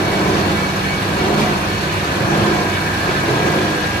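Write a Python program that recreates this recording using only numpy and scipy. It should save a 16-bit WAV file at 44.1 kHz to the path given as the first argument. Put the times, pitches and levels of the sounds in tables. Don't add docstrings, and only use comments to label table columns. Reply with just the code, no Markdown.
import sys
import numpy as np
from scipy import signal
from scipy.fft import rfft, irfft
from scipy.io import wavfile

SR = 44100
rng = np.random.default_rng(int(sys.argv[2]) if len(sys.argv) > 2 else 0)


def store_pcm(level_fs):
    pcm = np.round(np.clip(level_fs, -1, 1) * 32767).astype(np.int16)
    wavfile.write(sys.argv[1], SR, np.atleast_2d(pcm).T)


N = 176400

# (t/s, level/dB, rise/s, fall/s, hollow ring f/Hz)
TUMBLES = [(.31, -1, 0.38, 0.28, 316), (1.28, -2.5, 0.18, 0.042, 300), (1.40, -1, 0.098, 0.19, 726),
           (2.39, 0, 0.19, 0.27, 376), (3.11, -4, 0.057, .045, 514), (3.32, -1, 0.086, 0.16, 427),
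           (3.49, -3.5, 0.073, 0.25, 487)]
SCRAPS_PER_S, SPRAY_DROPS_PER_S = 3000, 11000
STEEL_DIRECT, SPRAY_DIRECT = 0.28, 0.92
SCREEN_LAG_S, SPRAY_LAG_S = 0.000476, 0.000387


def from_db(db):
    return 10 ** (np.asarray(db) / 20)


def unit_rms(x):
    return x / np.sqrt(np.mean(x ** 2) + 1e-20)


def seconds():
    return np.arange(N) / SR


def bins():
    return np.arange(N // 2 + 1) * SR / N


def in_time(rows):
    return np.interp(seconds(), *np.transpose(rows))


def response(points):
    hz, db = np.transpose(points)
    return from_db(np.interp(np.log(bins() + 1), np.log(hz), db))


def colour(x, points):
    return irfft(rfft(x) * response(points), N)


def drift(corner_hz):
    count, control_hz = 4096, 800
    hz = np.arange(count // 2 + 1) * control_hz / count
    slow = irfft(rfft(rng.standard_normal(count)) / (1 + (hz / corner_hz) ** 2))
    return np.interp(seconds(), np.arange(count) / control_hz, unit_rms(slow))


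def pulse(start_s, rise_s):
    age = np.maximum(seconds() - start_s, 0) / rise_s
    return age * np.exp(1 - age)


def clicks(per_s, spread_db):
    chance = rng.random(N) * SR / (per_s + 1e-9)
    hits = np.flatnonzero(chance < 1)
    impulses = np.full(N, 1e-18)
    impulses[hits] = from_db(spread_db * np.minimum(-np.log(chance[hits]), 4)) * (-1) ** hits
    return impulses


def resonance(x, hz, width_hz):
    r = np.exp(-np.pi * width_hz / SR)
    return unit_rms(signal.lfilter([1, 0, -1], [1, -2 * r * np.cos(2 * np.pi * hz / SR), r * r], x))


def pings(pitches, per_s, spread_db, cycles):
    return sum(resonance(clicks(per_s / len(pitches), spread_db), hz, 2 * hz / cycles) for hz in pitches)


def diffuse(a, b, spacing_m=0.16):
    coherence = np.sinc(2 * bins() * spacing_m / 343)
    mid, side = a * np.sqrt(1 + coherence), b * np.sqrt(1 - coherence)
    return unit_rms(irfft(np.array([mid + side, mid - side]), N))


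def in_hall(x, direct, lag_s, t60_s=0.41):
    tails = rng.standard_normal((2, N)) * np.exp(-np.log(1000) * seconds() / t60_s)
    spectrum = rfft(x)
    delayed = irfft(spectrum * np.exp(-2j * np.pi * bins() * lag_s), N)
    reverberation = diffuse(*(rfft(tails) * spectrum))
    return np.sqrt(direct) * unit_rms(np.array([x, delayed])) + np.sqrt(1 - direct) * reverberation


def tone(cycles, db):
    waver = from_db(1.9 * drift(2.0))
    return from_db(db) * unit_rms(waver * np.sin(2 * np.pi * (cycles + rng.random())))


def hum(shaft_hz, orders, load, wander):
    turns = np.cumsum(shaft_hz * (1 + wander * drift(1.42))) / SR
    return sum(tone(order * turns, db + load_db * load) for order, db, load_db in orders)


def slides():
    t = seconds()
    return [from_db(db) / (1 + ((t - peak_s) / np.where(t < peak_s, rise_s, fall_s)) ** 2 / 2) ** 2
            for peak_s, db, rise_s, fall_s, _ in TUMBLES]


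def drum(falling, knocks_per_s=1300):
    # (f/Hz, level/dB)
    spectrum = [(30, -32), (45, -22), (70, -32), (125, 2), (170, -4), (210, -8.5), (255, -5.5), (290, -6.5),
                (345, 0), (420, -3), (460, -9), (740, -4), (860, -12), (1000, -8), (1500, -17.5),
                (2800, -37.5), (6000, -34), (14000, -82)]
    knocks = colour(clicks(knocks_per_s, spread_db=2), spectrum)
    swell = from_db(-12.5) + falling
    rumble = from_db(-19) * swell * in_hall(knocks, direct=0.5, lag_s=0.00026)
    strikes = clicks(knocks_per_s, spread_db=3)
    hollow = sum(slide * resonance(strikes, hz, width_hz=21)
                 for slide, (*_, hz) in zip(slides(), TUMBLES))
    return rumble + from_db(-28) * hollow


def drum_drive(falling):
    # (shaft order, level/dB, change at full load/dB)
    orders = [(2, -47.5, 5), (4, -33.5, -4), (8, -33, -2.5), (16, -42.5, 8.5)]
    # (t/s, level/dB)
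    nearness = [(0, 5), (.7, 3), (1.4, 3), (2.4, -0.5), (4, -2.5)]
    return from_db(in_time(nearness)) * hum(23.88, orders, falling, wander=0.0029)


def screen(falling, shaker_hz=51.85):
    # (f/Hz, bandwidth/Hz, level/dB)
    modes = [(839, 21, -14), (998, 74, -3), (1226, 43, -3), (1527, 17, 4), (1664, 40, -4), (1747, 51, 3),
             (1835, 83, -3), (1985, 38, -6.5), (2256, 24.5, 0.5), (2287, 77, -2.5), (2457, 55, -2.5),
             (2550, 56, -7.5), (2745, 42, -7), (3696, 46, -11), (4365, 70, -4)]
    # (t/s, level/dB)
    rattle_level = [(0, -1.5), (2, -1), (2.6, -1), (4, -1.5)]
    # (shaft order, level/dB, change at full load/dB)
    orders = [(3, -33, 4), (4, -38.5, 13.5), (5, -48.5, 9), (6, -35.5, 6), (11, -42, -3.5), (20, -48, 9.5)]
    # (t/s, level/dB)
    hum_level = [(0, -2), (1.4, -0.5), (2.5, 0), (4, 0)]
    strokes = 1 + 0.6 * np.sin(2 * np.pi * shaker_hz * seconds())
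    hits = clicks(SCRAPS_PER_S * strokes, spread_db=2.5)
    ringing = 0
    for k, (hz, width_hz, db) in enumerate(modes):
        clumps = from_db(2 * drift(6.9))
        ringing += (-1) ** k * from_db(db) * resonance(hits * clumps, hz, width_hz)
    rattle = from_db(-26 + in_time(rattle_level)) * in_hall(ringing, STEEL_DIRECT, SCREEN_LAG_S)
    load = np.interp(seconds() - 0.09, seconds(), falling)
    return rattle + from_db(in_time(hum_level)) * hum(shaker_hz, orders, load, wander=0.00169)


def gravel():
    ticks = pings(np.geomspace(1800, 4600, 12), per_s=700, spread_db=4.5, cycles=25)
    return from_db(-35) * in_hall(ticks, direct=0.34, lag_s=SCREEN_LAG_S)


def gear(whine_hz=1627.5):
    # (t/s, level/dB)
    level = [(0, -39), (.9, -36), (1.6, -43), (2.15, -43), (2.3, -32), (3.1, -31.3), (4, -32)]
    # (f/Hz, bandwidth/Hz, level/dB relative to the whine)
    modes = [(1682, 12, -4.5), (1750, 33, -4.5), (1840, 48, -13.5)]
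    phase = 2 * np.pi * np.cumsum(whine_hz + 1.4 * drift(6.8)) / SR
    whine = np.array([unit_rms(from_db(2.2 * drift(2.9)) * np.sin(phase + shift)) for shift in (0.9, 0)])
    housing = sum(from_db(db) * resonance(rng.standard_normal(N), hz, width) for hz, width, db in modes)
    return from_db(in_time(level)) * (whine + in_hall(housing, STEEL_DIRECT, SCREEN_LAG_S))


def flicker(x, depth_db=1.78, rate_hz=31):
    centres = np.geomspace(600, 13000, 10)
    spectrum = rfft(x)
    bands = (irfft(spectrum * np.interp(bins(), centres, pick), N) for pick in np.eye(len(centres)))
    return sum(band * from_db(depth_db * drift(rate_hz)) for band in bands)


def slurry(falling):
    # (f/Hz, level/dB)
    splash_spectrum = [(300, -11.5), (800, 0), (1300, 2), (2100, -4.5), (2900, -3), (3400, -6.5),
                       (3900, -4.5), (4400, -11), (5000, -12), (6200, -12.5), (8200, -20.5), (14000, -30)]
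    # (f/Hz, level/dB)
    spray_spectrum = [(1500, -14), (4000, 0), (6500, -1), (8500, -2), (10300, 0), (14000, -3)]
    drops = colour(clicks(per_s=12000, spread_db=3), splash_spectrum)
    splash = flicker(in_hall(drops, direct=0.19, lag_s=SCREEN_LAG_S))
    droplets = colour(clicks(SPRAY_DROPS_PER_S, spread_db=5.5), spray_spectrum)
    spray = in_hall(droplets, SPRAY_DIRECT, SPRAY_LAG_S)
    bubbles = pings(np.geomspace(500, 3200, 18), per_s=350, spread_db=8, cycles=6.4)
    return (from_db(-25.5 + 1.5 * falling) * splash
            + from_db(-38 + 0.8 * drift(25)) * spray
            + from_db(-40) * in_hall(bubbles, direct=0.15, lag_s=SCREEN_LAG_S))


def plant():
    # (f/Hz, level/dB)
    spectrum = [(20, -44), (35, -42), (47, -13), (60, -4.5), (95, 0.5), (170, 0.5), (240, -2), (400, -5),
                (700, -6.5), (1200, -17.5), (3000, -53)]
    # (f/Hz, level/dB)
    steady_tones = [(73.3, -37), (99.6, -38), (196.5, -44), (363.4, -54), (491.5, -43), (781.5, -43), (818, -44),
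                    (987.8, -38.5)]
    noise = rfft(rng.standard_normal((2, N))) * response(spectrum)
    tones = sum(tone(np.cumsum(hz + 0.53 * drift(2.34)) / SR, db) for hz, db in steady_tones)
    return from_db(-27) * diffuse(*noise) + tones


def thuds():
    # (t/s, level/dB, f/Hz)
    lumps = [(0.401, -27, 98), (0.531, -24, 204), (1.402, -25, 227), (2.201, -22, 126), (2.411, -20.5, 107),
             (3.29, -22.5, 129)]
    booms = 0
    for start_s, db, hz in lumps:
        mode = np.sqrt(2) * np.sin(2 * np.pi * (hz * (seconds() - start_s) + rng.random()))
        booms += from_db(db) * pulse(start_s, rise_s=0.024) * mode
    return booms


def clangs():
    # (t/s, level/dB)
    scraps = [(0.723, -31), (1.24, -30), (1.41, -25.5), (1.62, -36), (1.96, -31), (2.51, -28), (3.41, -26),
              (3.58, -31)]
    envelope = sum(from_db(db) * pulse(start_s, rise_s=0.012) for start_s, db in scraps)
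    ring = resonance(clicks(SCRAPS_PER_S, spread_db=2), hz=2366, width_hz=55)
    return envelope * in_hall(ring, STEEL_DIRECT, SCREEN_LAG_S)


def gush(peak_s=1.405, width_s=0.035):
    # (f/Hz, level/dB)
    spectrum = [(1200, -12), (3300, 0), (4500, -2), (7000, -11), (14000, -15)]
    envelope = from_db(-28) * np.exp(-((seconds() - peak_s) / width_s) ** 2)
    drops = colour(clicks(SPRAY_DROPS_PER_S, spread_db=4), spectrum)
    return envelope * in_hall(drops, SPRAY_DIRECT, SPRAY_LAG_S)


def scene():
    # (f/Hz, level/dB)
    balance = [(60, -2), (200, -3.5), (400, -1), (800, 1), (2400, -1), (5000, -1), (14000, -1)]
    falling = sum(slides())
    mix = drum(falling) + drum_drive(falling) + screen(falling) + gravel() + gear()
    mix += slurry(falling) + plant() + thuds() + clangs() + gush()
    lean = np.sqrt(response(balance))
    return irfft(rfft(mix) * np.array([lean, 1 / lean]), N)


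def record(dry):
    return signal.sosfilt(signal.ellip(10, 0.2, 90, 14300, fs=SR, output="sos"), dry)


dry = scene()
out = record(dry)
store_pcm(out)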